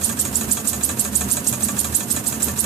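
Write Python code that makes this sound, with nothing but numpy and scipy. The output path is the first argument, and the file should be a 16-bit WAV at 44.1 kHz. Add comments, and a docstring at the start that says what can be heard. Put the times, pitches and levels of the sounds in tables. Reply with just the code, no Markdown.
"""A steady workshop rumble and a swell of hiss come first, then a crank knock and a rising whistle.
A small oscillating-cylinder engine on a wooden bench runs on compressed air, about six turns a second.
Each turn the opening port gives an edge tone and jet noise, and the crank knocks at both dead centres,
exciting the modes of frame and board. Short echoes follow; the rumble is shaped noise with faint tones.
The two microphones colour the treble differently, and the recorder ducks under the whistles."""
import sys
import numpy as np
from scipy import signal
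from scipy.fft import rfft, irfft, next_fast_len
from scipy.io import wavfile

SR = 44100
rng = np.random.default_rng(int(sys.argv[2]) if len(sys.argv) > 2 else 0)


def makeup_ratio(level_db):
    """Linear amplitude ratio for a level in decibels (20 dB per factor of ten)."""
    decades = np.asarray(level_db, float) / 20
    return 10 ** decades


def digitize_waveform(pressure):
    """Quantize a signal to 16-bit integers and store it at the path in sys.argv[1].

    Rows of a 2-D input are taken as channels; values are limited to [-1, 1].
    """
    field = np.atleast_2d(pressure).T
    bounded = np.clip(field, -1, 1)
    quanta = np.round(bounded * 32767).astype(np.int16)
    wavfile.write(sys.argv[1], SR, quanta)


N = 116865   # samples
PAD = next_fast_len(N + SR // 2)   # room for filter tails
GRID = np.arange(PAD // 2 + 1) * SR / PAD + 1e-3   # Hz, kept above 0 for the logarithm


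def rms_one(x):
    """Normalisation to unit root-mean-square."""
    return x / np.sqrt(np.mean(x ** 2) + 1e-20)


def at_hz(hz, values):
    """Interpolation of a spectrum along logarithmic frequency, onto GRID."""
    return np.interp(np.log(GRID), np.log(hz), values)


def panned(x, db):
    """Intensity stereo: left minus right is db."""
    return np.array([x * makeup_ratio(db / 2), x * makeup_ratio(-db / 2)])


def drift(hz):
    """Low-pass random process: white noise through two equal poles at hz, rms 1."""
    pole = np.exp(-2 * np.pi * hz / SR)
    noise = rng.standard_normal(N + SR)
    slow = signal.lfilter([1], [1, -2 * pole, pole * pole], noise)
    return rms_one(slow[SR:])


def stereo_noise(spectrum, alike):
    """Partial coherence: mid and side noise mixed to a left-right likeness per frequency, rms 1."""
    mid, side = rfft(rng.standard_normal((2, PAD)))
    alike = np.clip(alike, -1, 1)
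    pair = np.sqrt(1 + alike) * mid + np.sqrt(1 - alike) * side * [[1], [-1]]
    colour = makeup_ratio(at_hz(*np.transpose(spectrum)))
    return rms_one(irfft(pair * colour, PAD)[:, :N])


def ring(x, hz, t60):
    """Damped resonator: a unit click starts a sine of height 1 before decay, falling 60 dB in t60 s."""
    pole = makeup_ratio(-60 / (t60 * SR))
    angle = 2 * np.pi * hz / SR
    return signal.lfilter([0, np.sin(angle)], [1, -2 * pole * np.cos(angle), pole * pole], x + 1e-18)


# Rumble spectrum: (frequency [Hz], relative density [dB])
RUMBLE = [(25, -62), (50, -75), (66, -15.5), (76, 0), (100, -12), (130, -4), (152, -13.5), (178, -14),
          (200, 0.5), (240, -4.5), (290, -12), (520, -17.5), (700, -19.5), (1300, -20), (2200, -22.5),
          (3200, -30.5), (15000, -33)]
# Coherence of the rumble between the ears: (frequency [Hz], left-right likeness [0 to 1])
LIKENESS = [(30, 0.69), (60, 0.98), (200, 0.95), (400, 0.86), (700, 0.24), (1200, 0.014), (2400, 0.055)]
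# Wavering tones, equal in both channels: (frequency [Hz], level [dB], bandwidth [Hz])
HUMS = [(708, -48.5, 8), (938, -50.5, 2.5), (969, -52, 2.5)]
RUMBLE_DB, RUMBLE_SWAY_DB, RUMBLE_SWAY_HZ = -28, 1.5, 30.5


def workshop():
    """Room resonance: rumble peaks at the low modes, and narrow-band noise is heard as wavering tones."""
    level = RUMBLE_DB + RUMBLE_SWAY_DB * drift(RUMBLE_SWAY_HZ)
    out = makeup_ratio(level) * stereo_noise(RUMBLE, at_hz(*np.transpose(LIKENESS)))
    for hz, db, width in HUMS:
        t60 = np.log(1000) / (np.pi * width)   # decay time of a resonance this wide
        tone = ring(rng.standard_normal(N + SR), hz, t60)[SR:]   # the build-up is left off
        out = out + makeup_ratio(db) * rms_one(tone)
    return out


# Turn marks, one per whistle: (time [s], whistle level relative to the others [dB])
TURNS = [(0.0378, -10.5), (0.1971, -9.5), (0.3559, -9), (0.5151, -8.5), (0.6747, -10), (0.835, -10.5),
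         (0.9948, -10.5), (1.1544, -8), (1.3134, -9), (1.4726, -8.5), (1.631, -9.5), (1.7895, -8.5),
         (1.9495, -8.5), (2.1084, -10), (2.2686, -11), (2.4278, -9), (2.59, -11.5)]
TURN_S = 0.1594   # nominal period


def crank():
    """Periodic motion: turn number and time after its mark [s], for every sample."""
    marks = np.array(TURNS)[:, 0]
    first = FLOW[0][0]   # the flow begins ahead of the mark
    t = np.arange(N) / SR
    turn = np.clip(np.searchsorted(marks + first, t) - 1, 0, len(marks) - 1)
    since = t - marks[turn]
    return turn, np.where(since < first, since + TURN_S, since)


# Air flow through the port over one turn: (time after the mark [s], relative level [dB])
FLOW = [(-.040, -16), (-.027, -4), (-.012, -2), (.004, 9), (.022, 6.5), (.032, -1), (.090, -4), (.102, -12),
        (.119, -22)]
# Jet noise spectrum: (frequency [Hz], relative density [dB])
JET = [(800, -42), (2000, -16.5), (4500, 2), (7000, 1.5), (15000, -1.5)]
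HISS_DB, HISS_FLICKER_DB, SPUTTER_HZ, HISS_ALIKE = -32, 2.5, 150, 0.11   # levels at 0 dB of flow
PORT_HZ, PORT_T60_S, PORT_DB, PORT_PAN_DB = 6700, 0.0051, -35.5, 1   # the port sings faintly
OCTAVE_T60_S, OCTAVE_DB = 0.0011, -41.5   # a broader band an octave up
PORT_FROM_S = 0.04   # half-way through the swell of both bands, after the mark


def hiss(since):
    """Turbulent jet noise follows the flow; later in the turn it excites port resonance and its octave."""
    narrow = rms_one(ring(rng.standard_normal(N), PORT_HZ, PORT_T60_S))
    song = panned(makeup_ratio(PORT_DB) * narrow, PORT_PAN_DB)
    broad = rms_one(ring(rng.standard_normal((2, N)), 2 * PORT_HZ, OCTAVE_T60_S))
    song = song + makeup_ratio(OCTAVE_DB) * broad
    jet = makeup_ratio(HISS_DB + HISS_FLICKER_DB * drift(SPUTTER_HZ)) * stereo_noise(JET, HISS_ALIKE)
    flow = makeup_ratio(np.interp(since, *np.transpose(FLOW)))
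    swell = np.clip(since / PORT_FROM_S - .5, 0, 1)
    return flow * (jet + song * swell)


# Crank knocks, soft and hard in turn: (time [s], relative level [dB])
KNOCKS = [(0.0129, -25.5), (0.092, -21.5), (0.171, -27.5), (0.2511, -22.5), (0.3324, -30), (0.41, -22),
          (0.49, -26.5), (0.5698, -22), (0.6443, -28.5), (0.731, -22), (0.8098, -26), (0.8908, -21),
          (0.9711, -28.5), (1.05, -21.5), (1.1308, -27.5), (1.2087, -20), (1.289, -27), (1.3684, -20.5),
          (1.4471, -31), (1.5269, -20.5), (1.606, -26), (1.685, -21), (1.7659, -26), (1.8438, -21),
          (1.9238, -27.5), (2.0043, -22.5), (2.0848, -31), (2.1632, -21), (2.2436, -29), (2.3238, -23),
          (2.4022, -26), (2.4825, -22), (2.56, -28.5), (2.6414, -21.5)]
# Steps in which each knock lands: (delay [s], relative level [dB])
CONTACTS = [(0, 0), (.0038, -4.5), (.008, -10)]
# Modes of frame and board: (frequency [Hz], relative level [dB], t60 [s], left minus right [dB])
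FRAME = [(566, -5, 0.1, 2), (713.5, -0.5, 0.028, 10), (1152, -2.5, 0.1, 16), (1299, -9.5, 0.056, 6.5),
         (1630, -3, 0.042, 19), (1769, -6, 0.094, -15), (2444, 0.5, 0.04, -12.5), (3351, -2.5, 0.022, 3),
         (3972, -4, 0.019, -9.5), (6740, 3.5, 0.0098, -1), (7753, -0.5, 0.011, -13)]
FRAME_DB, KNOCK_CUT_HZ = -6, 250   # the knocks carry little below the cut
LAG_CYCLES = 3.0   # each mode answers this many cycles late: lows travel slower in the board
SOFT_HZ, HARDNESS = 2000, 0.35   # dB lost per dB of softness and squared octave from SOFT_HZ
CONTACT_SPREAD_S, BLOW_SPREAD_DB = 0.00055, 0.75   # random scatter
RATTLE_PER_S, RATTLE_DB, RATTLE_S = 1700, -16, 0.012   # loose play chatters on after each contact
CRACK_DB, CRACK_S, CRACK_PAN_DB = 7.5, 0.0018, 1


def knocks():
    """Modal excitation: contacts and rattle ring the modes; harder blows spread further in frequency."""
    hits = np.array([(s + delay, db, loss) for s, db in KNOCKS for delay, loss in CONTACTS])
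    times, levels, losses = hits.T
    chance = rng.standard_normal((len(hits), 2))
    times = times + CONTACT_SPREAD_S * chance[:, 0] * (losses < 0)   # first contacts stay in place
    at = np.clip((times * SR).astype(int), 0, N - 1)
    hard = levels - levels.max()   # 0 dB for the hardest, negative for the rest
    chatter = (rng.random(N) < RATTLE_PER_S / SR) * makeup_ratio(RATTLE_DB)

    def blows(octaves_squared):
        """Contact stiffness: softer blows lose more level away from SOFT_HZ."""
        clicks = np.zeros(N)
        spectral_loss = octaves_squared * HARDNESS * hard
        clicks[at] = makeup_ratio(levels + losses + spectral_loss + BLOW_SPREAD_DB * chance[:, 1])
        return clicks

    def dying(clicks, s):
        """Exponential decay with time constant s."""
        return signal.lfilter([1], [1, -np.exp(-1 / (s * SR))], clicks)

    out = 0
    for hz, db, t60, pan in FRAME:
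        clicks = blows(np.log2(hz / SOFT_HZ) ** 2)
        clicks = clicks + dying(clicks, RATTLE_S) * chatter * rng.standard_normal(N)
        lag = np.zeros(int(LAG_CYCLES * SR / hz))
        late = np.append(lag, clicks)[:N]
        out = out + panned(ring(late, hz, t60) * makeup_ratio(FRAME_DB + db), pan)
    out = signal.sosfilt(signal.butter(2, KNOCK_CUT_HZ, "high", fs=SR, output="sos"), out)

    # a brief noise crack at each contact
    band = signal.butter(2, [5800, 10000], "band", fs=SR, output="sos")
    burst = dying(blows(4.5), CRACK_S) * rng.standard_normal((2, N))
    crack = makeup_ratio(CRACK_DB) * signal.sosfilt(band, burst)
    return out + crack * panned(0.89, CRACK_PAN_DB)[:, None]


# Whistle over one turn: (time after the mark [s], central pitch [Hz], relative level [dB],
# left minus right [dB])
WHISTLE = [(-.011, 5480, -24.5, 16), (-.006, 6200, -28, 12), (.0005, 7216, -6, -7.5),
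           (.010, 9260, -7.5, -6), (.017, 11480, -5, -2), (.022, 12500, -14.5, -2), (0.027, 13410, -37, -4)]
WHISTLE_DB = -5.5   # added to the levels of WHISTLE and TURNS
WAVER, WAVER_HZ, PITCH_SPREAD = 0.04, 600, 0.015   # pitch scatter as fractions, within and between turns
FLUTTER_DB, FLUTTER_HZ = 6, 450


def whistle(turn, since):
    """Edge tone: pitch climbs as the port slides open, wavering in pitch and strength, its beam swinging."""
    s, hz, db, pan = np.transpose(WHISTLE)
    spread = PITCH_SPREAD * rng.standard_normal(len(TURNS))[turn]
    pitch = np.interp(since, s, hz) * (1 + WAVER * drift(WAVER_HZ) + spread)
    level = np.interp(since, s, db, left=-99, right=-99)
    level = level + np.array(TURNS)[turn, 1] + WHISTLE_DB
    level = level + FLUTTER_DB * np.minimum(drift(FLUTTER_HZ), 1)   # upward flutter is limited
    tone = np.sin(2 * np.pi * np.cumsum(pitch) / SR)
    return panned(makeup_ratio(level) * tone, np.interp(since, s, pan))


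# Bench and wall echoes, one list for left and one for right: (time [s], gain relative to direct sound)
ECHOES = [
    [(.0022, 0.58)],
    [(.0031, 0.35)],
]
ROOM_DB, ROOM_T60_S, ROOM_FROM_S = -11.5, 0.045, 0.008   # tail energy relative to direct sound


def space(x):
    """Impulse-response convolution: direct sound, early reflections, a separate diffuse tail per channel."""
    t = np.arange(SR // 3) / SR
    tail = rng.standard_normal((2, len(t))) * makeup_ratio(-60 * t / ROOM_T60_S) * (t > ROOM_FROM_S)
    reply = makeup_ratio(ROOM_DB) * tail / np.sqrt(np.sum(tail ** 2, axis=1, keepdims=True)) 
    reply[:, 0] = 1   # direct sound
    for side, echoes in zip(reply, ECHOES):
        for s, gain in echoes:
            side[int(s * SR)] += gain
    return irfft(rfft(x, PAD) * rfft(reply, PAD), PAD)[:, :N]


def scene():
    """Superposition: the engine in its space over the rumble."""
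    background = workshop()
    turn, since = crank()
    engine = hiss(since) + knocks() + whistle(turn, since)
    return space(engine) + background


def causal(x, db):
    """Minimum-phase filtering: the cepstrum is folded onto positive time; db is given on GRID."""
    cepstrum = irfft(np.log(makeup_ratio(db)), PAD)
    cepstrum[1:PAD // 2] *= 2
    cepstrum[PAD // 2 + 1:] = 0
    return irfft(rfft(x, PAD) * np.exp(rfft(cepstrum)), PAD)[:N]


# Microphone colour: (frequency [Hz], left gain [dB], right gain [dB])
MICS = [(393, -1.5, 2), (1000, -5.5, -0.5), (1560, -3, -2), (2420, -5, -10.5), (2610, 1, 0.5),
        (4900, -6.5, -0.5), (6160, 2, 0), (6800, 4, 2.5), (7230, 5, 7.5), (8640, -10.5, 12),
        (10800, -4.5, 6.5), (10900, -4, 9), (13900, -3, 9), (15100, -1, -15)]


def microphones(x):
    """Frequency response: each channel has its own colour."""
    hz, *sides = np.transpose(MICS)
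    return np.array([causal(channel, at_hz(hz, db)) for channel, db in zip(x, sides)])


DUCK_FROM_DB, DUCK_SHARE = -19, 0.29   # dB of cut per dB above the threshold
DUCK_SENSE_S, DUCK_BACK_DB_PER_S = 0.0025, 300


def gain_control(x):
    """Dynamic compression: the louder channel's level cuts both; gain recovers at a steady dB rate."""
    pole = np.exp(-1 / (DUCK_SENSE_S * SR))
    power = signal.lfilter([1 - pole], [1, -pole], np.max(x ** 2, axis=0))
    level = 10 * np.log10(power + 1e-12)
    climb = DUCK_BACK_DB_PER_S * np.arange(N) / SR
    wanted = DUCK_SHARE * np.maximum(level - DUCK_FROM_DB, 0)
    cut = np.maximum.accumulate(wanted + climb) - climb   # never falls faster than the recovery
    return x * makeup_ratio(-cut)


def band_limit(x):
    """A steep low-pass at the top of the band."""
    return signal.sosfilt(signal.butter(12, 15690, fs=SR, output="sos"), x)


def record(dry):
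    """Signal chain: microphone response, gain control, then a steep elliptic low-pass."""
    levelled = gain_control(microphones(dry))
    top_cut = signal.ellip(10, .5, 80, 14650, fs=SR, output="sos")   # edge in Hz
    mix = signal.sosfilt(top_cut, levelled)
    return band_limit(mix)


dry = scene()
out = record(dry)
digitize_waveform(out)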